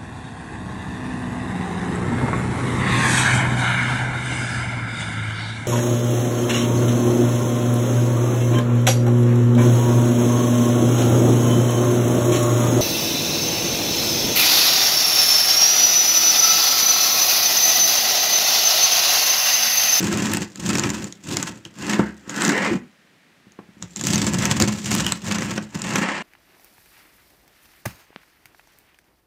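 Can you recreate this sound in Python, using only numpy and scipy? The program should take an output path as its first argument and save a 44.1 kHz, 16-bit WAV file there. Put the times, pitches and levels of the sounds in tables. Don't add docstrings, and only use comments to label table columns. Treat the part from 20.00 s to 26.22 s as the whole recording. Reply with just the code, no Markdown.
import sys
import numpy as np
from scipy import signal
from scipy.io import wavfile
from scipy.ndimage import uniform_filter1d

SR = 44100
rng = np.random.default_rng(int(sys.argv[2]) if len(sys.argv) > 2 else 0)


def digitize_waveform(pressure):
    field = np.atleast_2d(pressure).T
    bounded = np.clip(field, -1, 1)
    quanta = np.round(bounded * 32767).astype(np.int16)
    wavfile.write(sys.argv[1], SR, quanta)


N = 274522
TIME = np.arange(N) / SR


def gain_of(db):
    return 10 ** (np.asarray(db) / 20)


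def evened(x):
    return x / np.sqrt(np.mean(x ** 2) + 1e-20)


def peaked(x):
    return x / (abs(x).max() + 1e-20)


def steadied(x, size=2000):
    level = evened(x)
    power = uniform_filter1d(uniform_filter1d(level ** 2, size), size)
    return level / np.sqrt(abs(power) + 1e-4)


def blend(x, y, share):
    share = np.clip(share, 0, 1)
    return np.sqrt(1 - share) * x + np.sqrt(share) * y


def read(points, hz):
    f, value = np.transpose(points)
    return np.interp(np.log(hz + 1), np.log(f), value)


def follow(rows):
    s, *columns = np.transpose(rows)
    return [np.interp(TIME, s, column) for column in columns]


def swell(s, length_s):
    return np.exp(-2 * ((TIME - s) / length_s) ** 2)


def add(mix, s, sound):
    part = mix[max(round(s * SR), 0):][:len(sound)]
    part += sound[:len(part)]


def colour(x, points, size=8192):
    hz = abs(np.fft.fftfreq(size, 1 / SR))
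    log_gain = np.log(gain_of(read(points, hz)))
    taps = np.fft.ifft(np.exp(np.conj(signal.hilbert(log_gain)))).real
    return signal.oaconvolve(x, taps[:size // 2])[:len(x)]


def band(x, low_hz, high_hz):
    edges = [low_hz, min(high_hz, SR / 2 - 1)]
    return signal.sosfilt(signal.butter(2, edges, "band", fs=SR, output="sos"), x)


def resonate(x, hz, width_hz):
    turn = np.exp(2j * np.pi * np.cumsum(hz * np.ones(len(x))) / SR)
    r = np.exp(-np.pi * width_hz / SR)
    return 2 * (turn * signal.lfilter([1 - r], [1, -r], x / turn + 1e-18)).real


def clicks(per_s, spread_db):
    heights = gain_of(spread_db * np.minimum(rng.exponential(1, N), 4))
    return (rng.random(N) < per_s / SR) * heights


def linger(x, seconds):
    return signal.lfilter([1], [1, -np.exp(-1 / (seconds * SR))], x)


# f/Hz, relative level/dB
KITCHEN_SPECTRUM = [(25, -25), (174, 4), (554, -5.5), (1130, -8), (1860, -3), (3400, -10.5), (16000, -29.5)]


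def kitchen_air(level_db=-57):
    return gain_of(level_db) * evened(colour(rng.standard_normal(N), KITCHEN_SPECTRUM))


# start t/s, speeding up/s, full speed/s, slowing/s,
# level/dB of crust breaking, loaf shaking and blade rubbing (before the mix trims),
# drop/dB of the crackle once the teeth are through the crust
KNIFE_STROKES = [(-0.1, 0.056, 0.36, 0.18, -26.5, -22.5, -31.5, 4.5),
                 (0.553, 0.14, 0.13, 0.32, -27, -23, -32.5, 5.5),
                 (1.223, 0.089, 0.058, 0.26, -31, -28, -37, 6.5),
                 (1.739, 0.18, 0.026, 0.21, -30.5, -24, -28.5, 13),
                 (2.246, 0.23, 0.19, 0.13, -27, -23.5, -23, 12.5),
                 (3.94, 0.18, 0.57, 0.15, -23.5, -21, -33.5, 7),
                 (4.792, 0.13, 0.094, 0.2, -23, -23, -31, 7),
                 (5.199, 0.079, 0.25, 0.16, -31.5, -27, -35, 5),
                 (5.699, 0.3, 0.093, 0.29, -30, -24, -25.5, 31)]
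# t/s, half-width/s of the swell,
# level/dB of crust breaking and loaf shaking (before the mix trims)
BLADE_SNAGS = [(0.416, 0.044, -35, -29.5), (0.708, 0.013, -21.5, -37), (0.862, 0.029, -29, -22),
               (1.032, 0.063, -41.5, -32), (1.475, 0.022, -29.5, -46), (1.663, 0.014, -45, -37),
               (2.481, 0.06, -31, -20), (2.733, 0.06, -44, -20), (3.838, 0.035, -49, -35),
               (4.432, 0.03, -25, -28), (4.506, 0.03, -24.5, -20.5), (4.628, 0.032, -28, -14),
               (5.765, 0.03, -33, -26.5)]
CRUST_POWER, SHAKE_POWER, RUB_POWER = 1.26, 1.2, 1.434
THROUGH_S, SHAKE_DROP_SHARE = 0.13, 0.31
CREEP, SETTLE_S = 0.062, 0.095
SHAKE_LAG_S = 0.0064
SNAG_RUB_DB = -2


def sawing():
    breaking, shake, rub = np.zeros((3, N))
    for start, rise, hold, fall, crust_db, shake_db, rub_db, drop_db in KNIFE_STROKES:
        corners = start + np.cumsum([0, rise, hold, fall])
        outside_s = abs(TIME - np.clip(TIME, corners[0], corners[-1]))
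        creep = CREEP * np.exp(-outside_s / SETTLE_S)
        speed = np.hypot(np.interp(TIME, corners, [0, 1, 1, 0]), creep)
        late_speed = np.interp(TIME - SHAKE_LAG_S, TIME, speed)
        through_db = drop_db * np.clip((TIME - corners[1]) / THROUGH_S, 0, 1)
        breaking += gain_of(crust_db - through_db) * speed ** CRUST_POWER
        shake += gain_of(shake_db - SHAKE_DROP_SHARE * through_db) * late_speed ** SHAKE_POWER
        rub += gain_of(rub_db) * speed ** RUB_POWER
    for s, length_s, crust_db, shake_db in BLADE_SNAGS:
        tear = swell(s, length_s)
        breaking = np.hypot(breaking, gain_of(crust_db) * tear)
        shake = np.hypot(shake, gain_of(shake_db) * tear)
        rub = np.hypot(rub, gain_of(crust_db + SNAG_RUB_DB) * tear)
    return breaking, shake, rub


def uneven(swing_db=1.4, spot_s=0.012):
    spots = evened(linger(linger(rng.standard_normal(N), spot_s), spot_s / 3))
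    return evened(gain_of(swing_db * spots))


# f/Hz, relative level/dB
CRUST_SPECTRUM = [(150, -38), (500, -8), (1000, -35), (2000, -5), (3000, 0.5), (4000, -1.5), (5800, 1),
                  (7400, 4.5), (8500, -5), (10200, -15.5), (15000, -17.5), (17000, -30)]


def crackle(catches, shower_s=0.006, ring_hz=1100, ring_share=0.3, patchy_db=4, count=12):
    shower = evened(linger(catches, shower_s)) + .25
    cracks = clicks(per_s=4000, spread_db=1.0) * shower * rng.choice([-1, 1], N)
    chip = rng.integers(0, count, N)
    patches = evened(uniform_filter1d(rng.standard_normal((count, N)), size=1100))
    rings = np.zeros(N)
    for k, hz in enumerate(np.linspace(1200, 14500, count)):
        own_cracks = cracks * (chip == k) * gain_of(patchy_db * patches[k])
        rings += resonate(own_cracks, hz, ring_hz)
    return steadied(colour(ring_share * evened(rings) + 0.6 * evened(cracks), CRUST_SPECTRUM))


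def crumbs(breaking, per_s=46, level_db=-27, power=0.62, spread_db=-5.5, tick_s=0.0016):
    ticks = linger(clicks(per_s, spread_db), tick_s) * rng.standard_normal(N)
    return gain_of(level_db) * breaking ** power * evened(colour(ticks, CRUST_SPECTRUM))


# f/Hz, relative level/dB, t60/s
BOARD_MODES = [(75.4, -14, 0.49), (132.7, -1.5, 0.33), (182, -3.5, 0.11), (211.4, 3, 0.27),
               (285.3, -1.5, 0.17), (344, -9, 0.16), (359, -9, 0.1), (504.6, -8, 0.11), (826, -11, 0.048),
               (1004, -13.5, 0.14), (1307, -8, 0.11), (1695, -9, 0.054), (1894, -8.5, 0.068)]


def board(x):
    t = TIME[:SR // 2]
    ring = sum(gain_of(db - 60 * t / t60) * np.cos(2 * np.pi * hz * t) for hz, db, t60 in BOARD_MODES)
    return signal.oaconvolve(x, ring)[:len(x)]


# t/s, f/Hz, share of the shaking (0-1)
EXIT_HUM = [(2.36, 292, 0.16), (2.47, 235, 0.33), (2.52, 329, 0.55), (2.6, 555, 0.13), (2.67, 473, 0.23),
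            (2.725, 305, 0.63), (2.765, 182, 1), (2.86, 172, 0.25), (3.3, 170, 0.1)]


def hollow_hum(width_hz=70):
    hum_hz, share = follow(EXIT_HUM)
    hum = resonate(rng.standard_normal(N), hum_hz, width_hz)
    hum = resonate(hum, hum_hz, 2 * width_hz)
    hum = band(band(hum, 118, 1010), 108, 2000)
    return steadied(hum, size=1100), share


# f/Hz, relative level/dB
PUSH_SPECTRUM = [(45, -35), (66, -3), (100, 1), (130, 6), (220, 1), (370, -8.5), (500, -22), (900, -25.5),
                 (3000, -51)]


def shaking(catches, jolt_s=0.0026, ring_db=1, drag=1.0, light_hz=165):
    tugs = evened(linger(catches, jolt_s)) + drag * rng.standard_normal(N)
    dragging = (evened(linger(catches, 0.016)) + drag) * rng.standard_normal(N)
    ringing = evened(band(board(tugs - tugs.mean()), 91.0, 2200))
    thrum = evened(colour(dragging, PUSH_SPECTRUM)) + gain_of(ring_db) * ringing
    sliding = np.clip(6 * follow(SLIT_CURVE)[1], 0, 1)
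    light = signal.sosfiltfilt(signal.butter(3, light_hz, "high", fs=SR, output="sos"), thrum)
    thrum = steadied((1 - sliding) * thrum + sliding * light, size=1700)
    hum, share = hollow_hum()
    return blend(thrum, hum, share)


# f/Hz, relative level/dB
RUB_SPECTRUM = [(150, -12), (550, -3.5), (750, -3.5), (1000, 1), (1200, -2), (1800, -2), (2700, 2),
                (3500, -12), (8000, -17.5), (12000, -52)]
# t/s, slit resonance f/Hz, smooth share of the rubbing (0-1)
SLIT_CURVE = [(1.75, 1590, 0.07), (1.95, 1710, 0.16), (2.02, 1580, 0.83), (2.15, 1560, 0.4),
              (2.39, 1520, 0.4), (2.5, 1550, 0.73), (2.56, 1790, 0.4), (2.72, 1920, 0.1), (3.7, 1750, 0.05),
              (5.85, 1650, 0.04), (6.05, 1800, 0.17)]


def rubbing(catches, scrape_s=0.012, grip_between=0.33, sliding=6, slit_width_hz=260,
            overtone=1.39, overtone_db=-5, wood_share=0.083):
    slit_hz, share = follow(SLIT_CURVE)
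    grip = evened(linger(catches, scrape_s)) + grip_between + sliding * np.maximum(share, 0)
    grit = clicks(per_s=3500, spread_db=0.5) * grip * rng.choice([-1, 1], N)
    rasp = colour(grit, RUB_SPECTRUM)
    woody = blend(steadied(rasp), steadied(band(board(rasp), 710, 3200)), wood_share)
    upper = resonate(rasp, overtone * slit_hz, slit_width_hz)
    hollow = resonate(rasp, slit_hz, slit_width_hz) - gain_of(overtone_db) * upper
    return steadied(blend(woody, steadied(hollow), share))


# t/s, level/dB (before snap_db), f/Hz,
# dull crunch/dB relative (before crunch_db), sharp edge/dB relative (before edge_db)
FLAKE_SNAPS = [(0.174, -16, 7040, -5, -4), (0.3361, -6.5, 7200, -8.5, -1), (0.3711, -12, 8000, -6, -5),
               (0.5582, -21.5, 7100, -8.5, -18), (0.754, -14, 5700, -1, -14), (0.7747, -15, 6870, -20, -13),
               (0.796, -7, 6600, -22, -14), (0.838, -12.5, 5900, 0, -22), (0.9027, -14, 7150, -8, -15),
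               (1.0433, -19.5, 7100, -12, -13), (1.1253, -22, 6920, -13, -42.5),
               (1.37, -5.5, 6830, -13, -19.5), (1.428, -9.5, 7170, -11.5, -15),
               (1.652, -24.5, 3060, -11, -27), (1.9349, -17, 6440, 3.5, -21), (2.2957, -18, 6722, -4, -16),
               (2.421, -7, 7660, -11, -28), (2.4504, -7, 6830, -16.5, -23), (2.4801, -9, 6300, -7, -15),
               (2.5076, -15, 6900, -13, -24), (3.521, -40.5, 6560, -8, -14),
               (3.8257, -17, 7100, -11.5, -30), (3.9615, -15.5, 6730, -18, -34),
               (4.0122, -11.5, 7060, -9.5, -28), (4.07, -7, 6830, -9.5, -9), (4.086, -19, 2980, -8, -4),
               (4.1579, -10, 5850, -6.5, -11), (4.2677, -9.5, 7460, -12, -24),
               (4.3356, -12.5, 7300, -12, -14), (4.4549, -7, 6300, -6.5, -7.5),
               (4.6009, -6.5, 6500, -4.5, -6), (4.623, -3.5, 7160, -18, -14.5), (4.9162, -11, 6700, -5, -6),
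               (4.951, -8.5, 5900, -8.5, 2), (5.0658, -7.5, 3000, -7.5, -9), (5.122, -4.5, 7640, -10, -13),
               (5.313, -16, 4900, 1, -23), (5.3852, -16, 6000, -2, -25), (5.4221, -21, 5900, 4, -22),
               (5.579, -15.5, 5600, -1.5, -29), (5.819, -12.5, 7160, -22, -26),
               (5.9584, -9, 6000, -2.5, -14)]


def snaps(crumble_s=0.0047, snap_db=1, crunch_db=0, edge_db=-3, kick_db=-12):
    out, kicks = np.zeros(N), np.zeros(N)
    t = np.arange(-SR // 100, SR // 50) / SR
    tear = np.exp(-(t / .0006) ** 2) + .09 * np.exp(-abs(t) / .003)
    crumble = np.exp(np.minimum(2 * t / crumble_s, -t / crumble_s))
    for s, db, flake_hz, dull_db, sharp_db in FLAKE_SNAPS:
        a, b, c = rng.standard_normal((3, len(t)))
        ring = resonate(band(a * tear, 0.92 * flake_hz, 1.114 * flake_hz), flake_hz, 820)
        flake = peaked(ring) + peaked(band(b * tear, 3500, 6800))
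        edge = peaked(band(c * tear, 8200, 15000))
        crunch = peaked(band(b * crumble, 840, 3120))
        crack = peaked(peaked(flake) + gain_of(sharp_db + edge_db) * edge)
        add(out, s + t[0], gain_of(db + snap_db) * (crack + gain_of(dull_db + crunch_db) * crunch))
        add(kicks, s, gain_of([db + dull_db + kick_db]))
    return out + band(board(kicks), 120, 2400) / 2


# t/s, peak level/dB (before knock_db), time to peak force/ms
BOARD_KNOCKS = [(1.994, -1, 0.22), (2.276, -27, 0.36), (3.468, -40, 0.76), (3.5893, -23.5, 0.087),
                (3.689, -39, 1), (3.769, -38, 1), (5.579, -15.5, 0.12)]


def knocks(ring_db=-3, knock_db=0, clack_db=-20):
    out, t = np.zeros(N), TIME[:SR // 2]
    for s, db, contact_ms in BOARD_KNOCKS:
        u = t * 1000 / contact_ms
        force = u * np.exp(-u)
        clack = peaked(band(rng.standard_normal(len(t)) * np.exp(-u / 70), 410, 1260))
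        blow = peaked(band(force, 160, 376)) + gain_of(clack_db) * clack / contact_ms
        add(out, s, gain_of(db + knock_db) * peaked(blow + gain_of(ring_db) * peaked(board(force))))
    return out


# t/s, half-width/s of the swell, f/Hz, level/dB
BLADE_RINGS = [(2.078, 0.0844, 1570, -45.5), (2.556, 0.029, 1820, -20.5), (2.616, 0.16, 6870, -47),
               (4.027, 0.11, 7380, -38), (4.4, 0.24, 7240, -47), (5.067, 0.1, 2940, -36),
               (6.068, 0.15, 7100, -47)]


def singing(catches, width_hz=85, skirt_hz=450):
    out = np.zeros(N)
    for s, length_s, hz, db in BLADE_RINGS:
        tone = resonate(resonate(catches, hz, width_hz), hz, skirt_hz)
        out += gain_of(db) * swell(s, length_s) * steadied(tone)
    return out * uneven()


# f/Hz, t60/s
ROOM_DECAY = [(120, 0.3), (1800, 0.28), (15000, 0.062)]


def room(x, first_s=.005):
    t = TIME[:SR // 2]
    taps = rng.choice([-1., 1.], len(t)) * (rng.random(len(t)) < 1 / 10) * (t > first_s)
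    hz, s, bins = signal.stft(taps, SR, nperseg=256)
    decay = gain_of(-60 * s / read(ROOM_DECAY, hz)[:, None])
    tail = signal.istft(bins * decay, SR, nperseg=256)[1]
    return signal.oaconvolve(x, tail / np.linalg.norm(tail))[:N]


def scene(crackle_db=-1.0, shake_db=0.32, rub_db=0, room_db=-14):
    catches = clicks(per_s=130, spread_db=5.5)
    breaking, shake, rub = sawing()
    cracks = gain_of(crackle_db) * breaking * crackle(catches)
    thrum = gain_of(shake_db) * shake * shaking(catches)
    scrape = gain_of(rub_db) * rub * rubbing(catches)
    cutting = thrum + (cracks + scrape) * uneven()
    dry = cutting + crumbs(breaking) + snaps() + knocks() + singing(catches)
    return (dry + gain_of(room_db) * room(dry) + kitchen_air())[None]


def record(dry, bass_hz=52, ceiling=.85, edge_hz=15700):
    thinned = signal.sosfilt(signal.butter(4, bass_hz, "high", fs=SR, output="sos"), dry)
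    rounded = thinned / (1 + (thinned / ceiling) ** 6) ** (1 / 6)
    low_pass = signal.firwin(201, edge_hz, window=("kaiser", 8), fs=SR)
    return signal.oaconvolve(rounded, low_pass[None], "same")


dry = scene()
out = record(dry)
digitize_waveform(out)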